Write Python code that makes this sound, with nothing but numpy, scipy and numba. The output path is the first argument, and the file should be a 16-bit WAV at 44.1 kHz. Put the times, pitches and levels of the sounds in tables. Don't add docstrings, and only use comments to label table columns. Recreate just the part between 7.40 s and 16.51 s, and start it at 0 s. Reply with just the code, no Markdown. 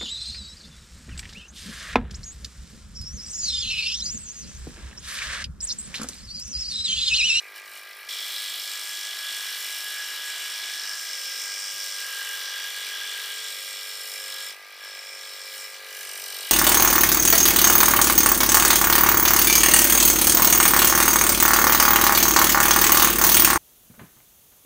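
import sys
import numpy as np
from scipy import signal
from scipy.fft import rfft, irfft, next_fast_len
from scipy.io import wavfile
from scipy.ndimage import uniform_filter1d
from numba import njit

SR = 44100
rng = np.random.default_rng(int(sys.argv[2]) if len(sys.argv) > 2 else 0)


def master_out(mix):
    frames = np.transpose(np.atleast_2d(mix))
    ceiling = np.clip(frames, -1, 1)
    pcm = np.round(ceiling * 32767).astype(np.int16)
    wavfile.write(sys.argv[1], SR, pcm)


def ratio_of_db(decibels):
    return 10 ** (np.asarray(decibels, float) / 20)


N = 401751

# time_s, strokes_per_s
SPEED = [(0.0, 50.9), (0.1, 51.4), (1.83, 50.6), (2.2, 49.7), (2.31, 50.5), (3.04, 50.3), (3.58, 51.2),
         (3.74, 48.9), (4.34, 49.6), (5.2, 48.3), (6.27, 49.0), (6.98, 48.8), (7.18, 49.9), (8.25, 48.7),
         (8.35, 49.1), (8.91, 47.2), (9.06, 48.0), (9.11, 47.1)]
# time_s, bite_db (tooth hiss), flexing_db (disc's flexing ring), blade_db (blade's ring), face_db (disc face's ring)
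FEED = [(0, -55, -56, -59.5, -61), (0.135, -56.5, -56, -57, -61), (0.165, -47.5, -50, -57, -55),
        (0.22, -55, -57, -55, -60), (0.3, -50.5, -51, -57.0, -58), (0.38, -47, -54, -54, -53),
        (0.42, -51.5, -53, -56, -60), (0.55, -53, -53, -53.5, -59), (0.684, -52, -52, -56, -58),
        (0.691, -42, -53.5, -40.5, -42.5), (0.95, -40.5, -48, -38, -41.5), (1.5, -42, -47, -43, -38.5),
        (1.9, -42.5, -42.5, -39.5, -41.5), (2.3, -41, -44.5, -42.5, -40), (2.6, -43, -41.5, -42.5, -40.5),
        (3.05, -42, -41.5, -42.5, -40.5), (3.3, -43, -43.5, -39, -37.5), (3.5, -44.5, -41.5, -46, -34.5),
        (3.75, -43.5, -47, -44.5, -35.5), (4.2, -43.5, -46, -46, -34), (4.5, -42, -47.5, -43, -36.5),
        (4.7, -42, -40.5, -43.5, -39.5), (5.2, -43, -41, -40.5, -41), (5.85, -43.5, -41.5, -41, -42.0),
        (6.15, -42.5, -50.5, -42, -40.5), (6.7, -44, -51.5, -48, -41.5), (7.0, -42, -44, -43.5, -42.5),
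        (7.1, -45.5, -51, -44, -35.5), (7.16, -56, -55, -57, -61), (7.35, -55.5, -59, -52, -58),
        (7.45, -51.5, -46.5, -48, -47), (7.7, -50, -53, -49.5, -44), (8.1, -47.5, -52, -49.5, -45.5),
        (8.17, -42.5, -50.5, -50, -43.5), (8.3, -48.5, -54, -50, -43), (8.42, -49, -51, -52.5, -56.5),
        (8.62, -42.5, -49, -51.5, -44), (8.85, -41, -51.5, -52, -44.5), (9.11, -39.5, -48, -45.5, -47)]
# start_strokes, level_db, fade_strokes
BITES = [(.05, 0, .16), (.55, -1.5, .15)]
USUAL_DB = -42


def rms_one(x):
    return x / np.sqrt(np.mean(x ** 2) + 1e-20)


def in_time(rows):
    s, *columns = np.transpose(rows)
    return [np.interp(np.arange(N) / SR, s, column) for column in columns]


def colour(x, points):
    size = next_fast_len(N)
    hz = np.maximum(np.arange(size // 2 + 1) * SR / size, 1)
    points_hz, points_db = np.transpose(points)
    db = np.interp(np.log(hz), np.log(points_hz), points_db)
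    return irfft(rfft(x, size) * ratio_of_db(db), size)[..., :N]


def drift(rate):
    r = np.exp(-80 * np.pi * rate / SR)
    noise = rng.standard_normal(N // 40 + 2002)
    slow = signal.lfilter([1], [1, -2 * r, r * r], noise)[2000:]
    return np.interp(np.arange(N) / 40, np.arange(len(slow)), rms_one(slow))


def resonance(x, hz, width_hz):
    r = np.exp(-np.pi * width_hz / SR)
    poles = [1, -2 * r * np.cos(2 * np.pi * hz / SR), r * r]
    return signal.lfilter(np.array([1, 0, -1]) * (1 - r * r) / 2, poles, x)


@njit
def gliding(x, twice_cos, r):
    y = np.zeros(len(x))
    for i in range(2, len(x)):
        driven = (1 - r[i] ** 2) / 2 * (x[i] - x[i - 2])
        y[i] = driven + r[i] * twice_cos[i] * y[i - 1] - r[i] ** 2 * y[i - 2]
    return y


def grains(shape, spread_db):
    sizes = ratio_of_db(spread_db * np.minimum(rng.exponential(1, shape), 5))
    return rms_one(sizes * rng.standard_normal(shape))


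def strokes(wobble):
    return np.cumsum(in_time(SPEED)[0] * (1 + wobble * drift(8.07))) / SR


def rumble():
    # pitch_hz, relative level_db
    bench = [(15, -40), (25, -6.5), (173, -4), (266, 1.5), (293, -20), (316, -46), (330, 9), (430, -10),
             (730, -120)]
    level_db, share_of_bite_swing = -74.5, 0.75
    swing_db = share_of_bite_swing * (in_time(FEED)[0] - USUAL_DB)
    lumps = ratio_of_db(level_db + swing_db + 2.8 * drift(7.6))
    return rms_one(colour(rng.standard_normal(N), bench)) * lumps


def whine():
    # pitch_hz, rms level_db
    tones = [(399.5, -70.5), (1199, -58.5), (1598, -55), (1997, -68)]
    t = np.arange(N) / SR
    out = 0
    for hz, db in tones:
        tone = np.sin(2 * np.pi * hz * t + .5 * drift(1.24))
        out = out + np.sqrt(2) * ratio_of_db(db + 0.21 * drift(5.8)) * tone
    return out


def drive(turn):
    # time_s, level_db before the trim below
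    knock = [(0.0, -59), (0.1, -57.5), (1.09, -59), (6.49, -55), (6.83, -51), (7.33, -58), (7.48, -53.5),
             (8.96, -52), (9.01, -49.5), (9.11, -56)]
    # pitch_hz, relative level_db
    knock_colour = [(150, -60), (250, -33), (310, -12.5), (390, -3.5), (520, -4), (650, -0.5), (800, -1),
                    (1000, -12), (1400, -8), (1900, -51)]
    # pitch_hz, width_hz, share of the lift (0-1)
    housing = [(438, 13, 0.63), (537, 19, 1.0)]
    # time_s, lift_db
    lift = [(0, -7), (3.5, -7), (3.8, 15), (5.8, 9), (6.2, 14), (7.1, 17), (7.2, 8), (7.4, 10), (7.5, 16.5),
            (9.11, 18)]
    trim_db, waver_db = -1, 1.6
    rattle_usual_db, share_of_bite_swing = -62, 0.6
    lag = .75

    speed, lift_db = in_time(SPEED)[0], in_time(lift)[0]
    pulses = 0
    for k in range(5, 30):
        near = sum(share / (1 + ((k * speed - hz) / (width / 2)) ** 2) for hz, width, share in housing)
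        harmonic = np.cos(2 * np.pi * k * (turn + lag * k / 100))
        pulses = pulses + ratio_of_db(near * lift_db + waver_db * drift(1.9)) * harmonic
    rattle = rng.standard_normal(N) * (1.7 + np.exp(-(turn % 1) / 0.035))
    pulses, rattle = colour(np.array([pulses, rattle]), knock_colour)
    pulses = pulses / np.sqrt(uniform_filter1d(pulses ** 2, size=9000))
    knock_db = in_time(knock)[0] + trim_db
    rattle_db = rattle_usual_db + share_of_bite_swing * (in_time(FEED)[0] - USUAL_DB)
    return ratio_of_db(knock_db) * pulses + ratio_of_db(rattle_db) * rms_one(rattle)


def snaps():
    # start_s, level_db before the trim, swell and fade below, pitch_hz
    snags = [(7.0145, -23, 5400), (7.0344, -23, 5330), (7.0544, -23, 5330), (7.0753, -23, 5300),
             (7.0953, -27, 4860), (7.4374, -30, 5470), (7.5103, -35, 5300), (7.5502, -26, 5200),
             (7.5906, -24, 5360), (7.6914, -27, 5400), (7.7328, -25, 5370), (7.7528, -27, 5420),
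             (7.7727, -30, 5370), (7.8136, -32, 5560), (7.9049, -29, 5220), (7.9354, -25, 5370),
             (8.0162, -27, 5450), (8.1389, -29, 5200), (8.1794, -28, 5400), (8.1924, -27, 5570),
             (8.2432, -28, 5300)]
    trim_db, t60_s, swell_s = -2, .02, .0008
    out, t = np.zeros(N), np.arange(SR // 30) / SR
    for s, db, hz in snags:
        ring = np.sin(2 * np.pi * hz * t) + 0.14 * rng.standard_normal(len(t))
        envelope = ratio_of_db(db + trim_db - 60 * t / t60_s) * (1 - np.exp(-t / swell_s))
        out[int(s * SR):][:len(t)] += envelope * ring
    return out


def bursts(turn, force_db, depth_db, second_db=0):
    gate = ratio_of_db(depth_db)
    for k, (start, db, fade) in enumerate(BITES):
        since = turn + 1 - start
        phase = since % 1
        force = force_db[since.astype(int) % len(force_db), k]
        rise = 1 - np.exp(-phase / .02)
        gate = gate + ratio_of_db(db + k * second_db + force) * rise * np.exp(-phase / fade)
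    return gate


def teeth(turn, depth_db, uneven_db):
    # time_s, change of the second bite_db
    loose = [(0, -10), (.68, -11), (.7, -4.5), (6.9, -2.5), (7.0, -17), (7.12, -20), (7.2, -5), (8.4, -1),
             (8.6, -15), (9.11, -33)]
    kept = .97
    first_slap, second_slap = .6, .34
    count, steps = int(turn[-1]) + 2, 880

    contacts = grains((count + 60, steps), spread_db=1.5)
    pattern = signal.lfilter([1], [1, -kept], contacts, axis=0)[60:]
    even_force = np.zeros((1, len(BITES)))
    pattern = rfft(pattern * bursts(np.arange(steps) / steps, even_force, depth_db))
    order = np.arange(steps // 2 + 1)
    slap = np.exp(-2j * np.pi * order * (BITES[0][0] + order / 4000)) * (1 + second_slap * (-1) ** order)
    pattern = pattern / np.mean(np.abs(pattern)) + first_slap * slap
    pattern = irfft(pattern / np.abs(pattern) ** .8, steps)
    returning = np.interp(turn * steps, np.arange(pattern.size), pattern.ravel())

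    force_db = uneven_db * rng.standard_normal((count, len(BITES)))
    wander = 0.025 * drift(4.8)
    gate = bursts(turn + wander, force_db, depth_db, in_time(loose)[0])
    fresh = gate * grains((2, N), spread_db=1.6)
    return rms_one(returning), rms_one(fresh)


def ringing(push, other, low, high, between_db):
    # pitch_hz, width_hz, level_db (relative within a part)
    modes = [(1290, 400, -12), (1375, 40, -11), (2004, 50, -4), (2222, 50, -6), (2340, 65, -1),
             (2912, 120, -5), (3012, 60, -8), (3306, 40, -3), (3440, 40, -1), (3892, 60, -4),
             (4314, 50, -5), (4955, 60, -9), (5150, 70, -6), (5365, 80, -4), (7125, 130, -16),
             (7565, 170, -10), (8355, 280, -11), (9900, 1800, -18), (14800, 2500, -15)]
    # pitch_hz, width_hz, relative level_db, start_s
    freed = [(3000, 170, 7, 8.82), (8480, 250, 4, 8.58), (10800, 450, 4, 8.6), (13100, 500, 6, 8.75),
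             (13900, 350, 4, 8.62)]
    # time_s, flexing_hz, face_hz, flexing_width_hz, face_width_hz
    disc = [(0.0, 1666, 5500, 90, 500), (.7, 1670, 5450, 60, 380), (1.09, 1677, 5390, 45, 380),
            (3.07, 1660, 5510, 40, 380), (3.5, 1669, 5450, 75, 380), (3.8, 1623, 5380, 75, 500),
            (5.38, 1630, 5650, 80, 380), (6.1, 1635, 5500, 70, 350), (6.6, 1645, 5380, 70, 350),
            (7.0, 1655, 5300, 70, 380), (7.23, 1659, 5370, 70, 480), (8.3, 1665, 5350, 70, 520),
            (8.65, 1665, 6050, 80, 600), (9.11, 1650, 5400, 80, 600)]
    disc_db, freed_rise_s = 4, .06

    own = [mode for mode in modes if low <= mode[0] < high]
    top_db = max([db for hz, width, db in own], default=0)
    rung = ratio_of_db(between_db) * other
    for hz, width, db in own:
        rung = rung + ratio_of_db(db - top_db) * resonance(push, hz, width)
    for hz, width, db, s in freed:
        if low <= hz < high:
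            rise = np.clip((np.arange(N) / SR - s) / freed_rise_s, 0, 1)
            rung = rung + ratio_of_db(db) * rise * resonance(push, hz, width)
    flexing_hz, face_hz, flexing_width, face_width = in_time(disc)
    for hz, width in [(flexing_hz, flexing_width), (face_hz, face_width)]:
        if low <= hz[0] < high:
            ring = 2 * np.cos(2 * np.pi * hz / SR), np.exp(-np.pi * width / SR)
            rung = rung + ratio_of_db(disc_db) * gliding(gliding(push, *ring), *ring)
    return signal.sosfilt(signal.butter(4, [low, high], "band", fs=SR, output="sos"), rung)


def cutting(turn):
    edges = [850, 1500, 1850, 2650, 3150, 3700, 4700, 6100, 9200, 17000]
    # share repeating from stroke to stroke (0-1, before the steadiness below),
    # between_db (flat sound between modes, before gaps and dulling), lateness in fiftieths of a second
    parts = [(0.57, -4.5, 0.016), (0.75, -8.5, 0.1753), (0.31, -10.5, .05), (0.4, -6, .3), (0.7, -14, 0.27),
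             (0.26, -5.5, 0.18), (0.34, 2, 0.15), (0.27, -5, 0.093), (0, 4.5, 0.0081)]
    # usual level_db, share of the bite's swing, share of the swing of the ring it is tied to
    levels = [(-50.5, 0.11, 0.44), (-40.5, .01, 1.01), (-44, 0.068, 0.27), (-43, 0.75, 0.42),
              (-42, .01, 1.2), (-42, 0.48, 0.49), (-42, .01, 0.8), (-43, 0.64, 0.47), (-42, 1.0, .01)]
    tied_to = [0, 0, 1, 0, 1, 1, 2, 2, 2]
    # time_s, change_db
    gaps = [(0, 0), (5.8, 0), (6.2, -8), (7.1, -8), (7.14, 8), (7.37, 6), (7.42, -8), (8.3, -8), (8.34, 6),
            (8.6, 3), (9.11, 2)]
    gaps_share = [.1, .1, .1, .1, .1, .5, 1, .5, .1]
    # time_s, change_db
    dull = [(0, -6), (3.1, 3), (3.5, -6), (4.4, -9), (4.7, -5), (6, -7), (6.3, 2), (8.4, -11), (8.6, 0),
            (9.11, -6)]
    steady_at_db, steady_loss_per_db, least_steady = -38, .06, .45
    flicker_db, flicker_hz = 1.0, 4.9

    returning, fresh = teeth(turn, depth_db=-12, uneven_db=.7)
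    bite_db, *rings_db = in_time(FEED)
    gaps_db, dull_db = in_time(gaps)[0], in_time(dull)[0]
    steady = np.clip(1.5 - steady_loss_per_db * (steady_at_db - rings_db[1]), least_steady, 1)
    out = 0
    for k, (low, high) in enumerate(zip(edges, edges[1:])):
        share, between_db, late = parts[k]
        usual_db, on_bite, on_ring = levels[k]
        share = np.clip(share * steady, 0, 1)
        both = np.sqrt(share) * returning + np.sqrt(1 - share) * fresh
        both = np.roll(both, int(late * SR / 50), axis=1)
        push, other = both[[k % 2, 1 - k % 2]]
        between_db = between_db + gaps_share[k] * gaps_db
        if high == edges[-1]:
            between_db = between_db + dull_db
        band = ringing(push, other, low, high, between_db)
        band = band / np.sqrt(uniform_filter1d(band ** 2, size=9000))
        bite_swing_db = on_bite * (bite_db - USUAL_DB)
        ring_swing_db = on_ring * (rings_db[tied_to[k]] - USUAL_DB)
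        out = out + ratio_of_db(usual_db + bite_swing_db + ring_swing_db + flicker_db * drift(flicker_hz)) * band
    return out


def workshop(x, t60_s):
    t = np.arange(SR // 2) / SR
    tail = rng.standard_normal(len(t)) * ratio_of_db(-60 * t / t60_s) * (t > .002)
    return signal.fftconvolve(x, tail / np.sqrt(np.sum(tail ** 2)))[:N]


def scene():
    # pitch_hz, level_db
    side_colour = [(60, -10), (200, -8.5), (380, -16), (700, -16.5), (1290, -24.5), (2380, -20),
                   (4400, -16.5), (8120, -10.5), (15000, -11.5)]
    turn = strokes(wobble=.0007)
    saw = rumble() + whine() + drive(turn) + snaps() + cutting(turn)
    middle = saw + ratio_of_db(-17) * workshop(saw, t60_s=.15)
    side = colour(workshop(saw, t60_s=.3), side_colour)
    return np.array([middle + side, middle - side])


def band_limit(x):
    return signal.sosfilt(signal.butter(12, 16390, fs=SR, output="sos"), x)


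def record(dry):
    cut = signal.sosfilt(signal.cheby2(14, 60, 15950, fs=SR, output="sos"), dry)
    return band_limit(cut)


dry = scene()
out = record(dry)
master_out(out)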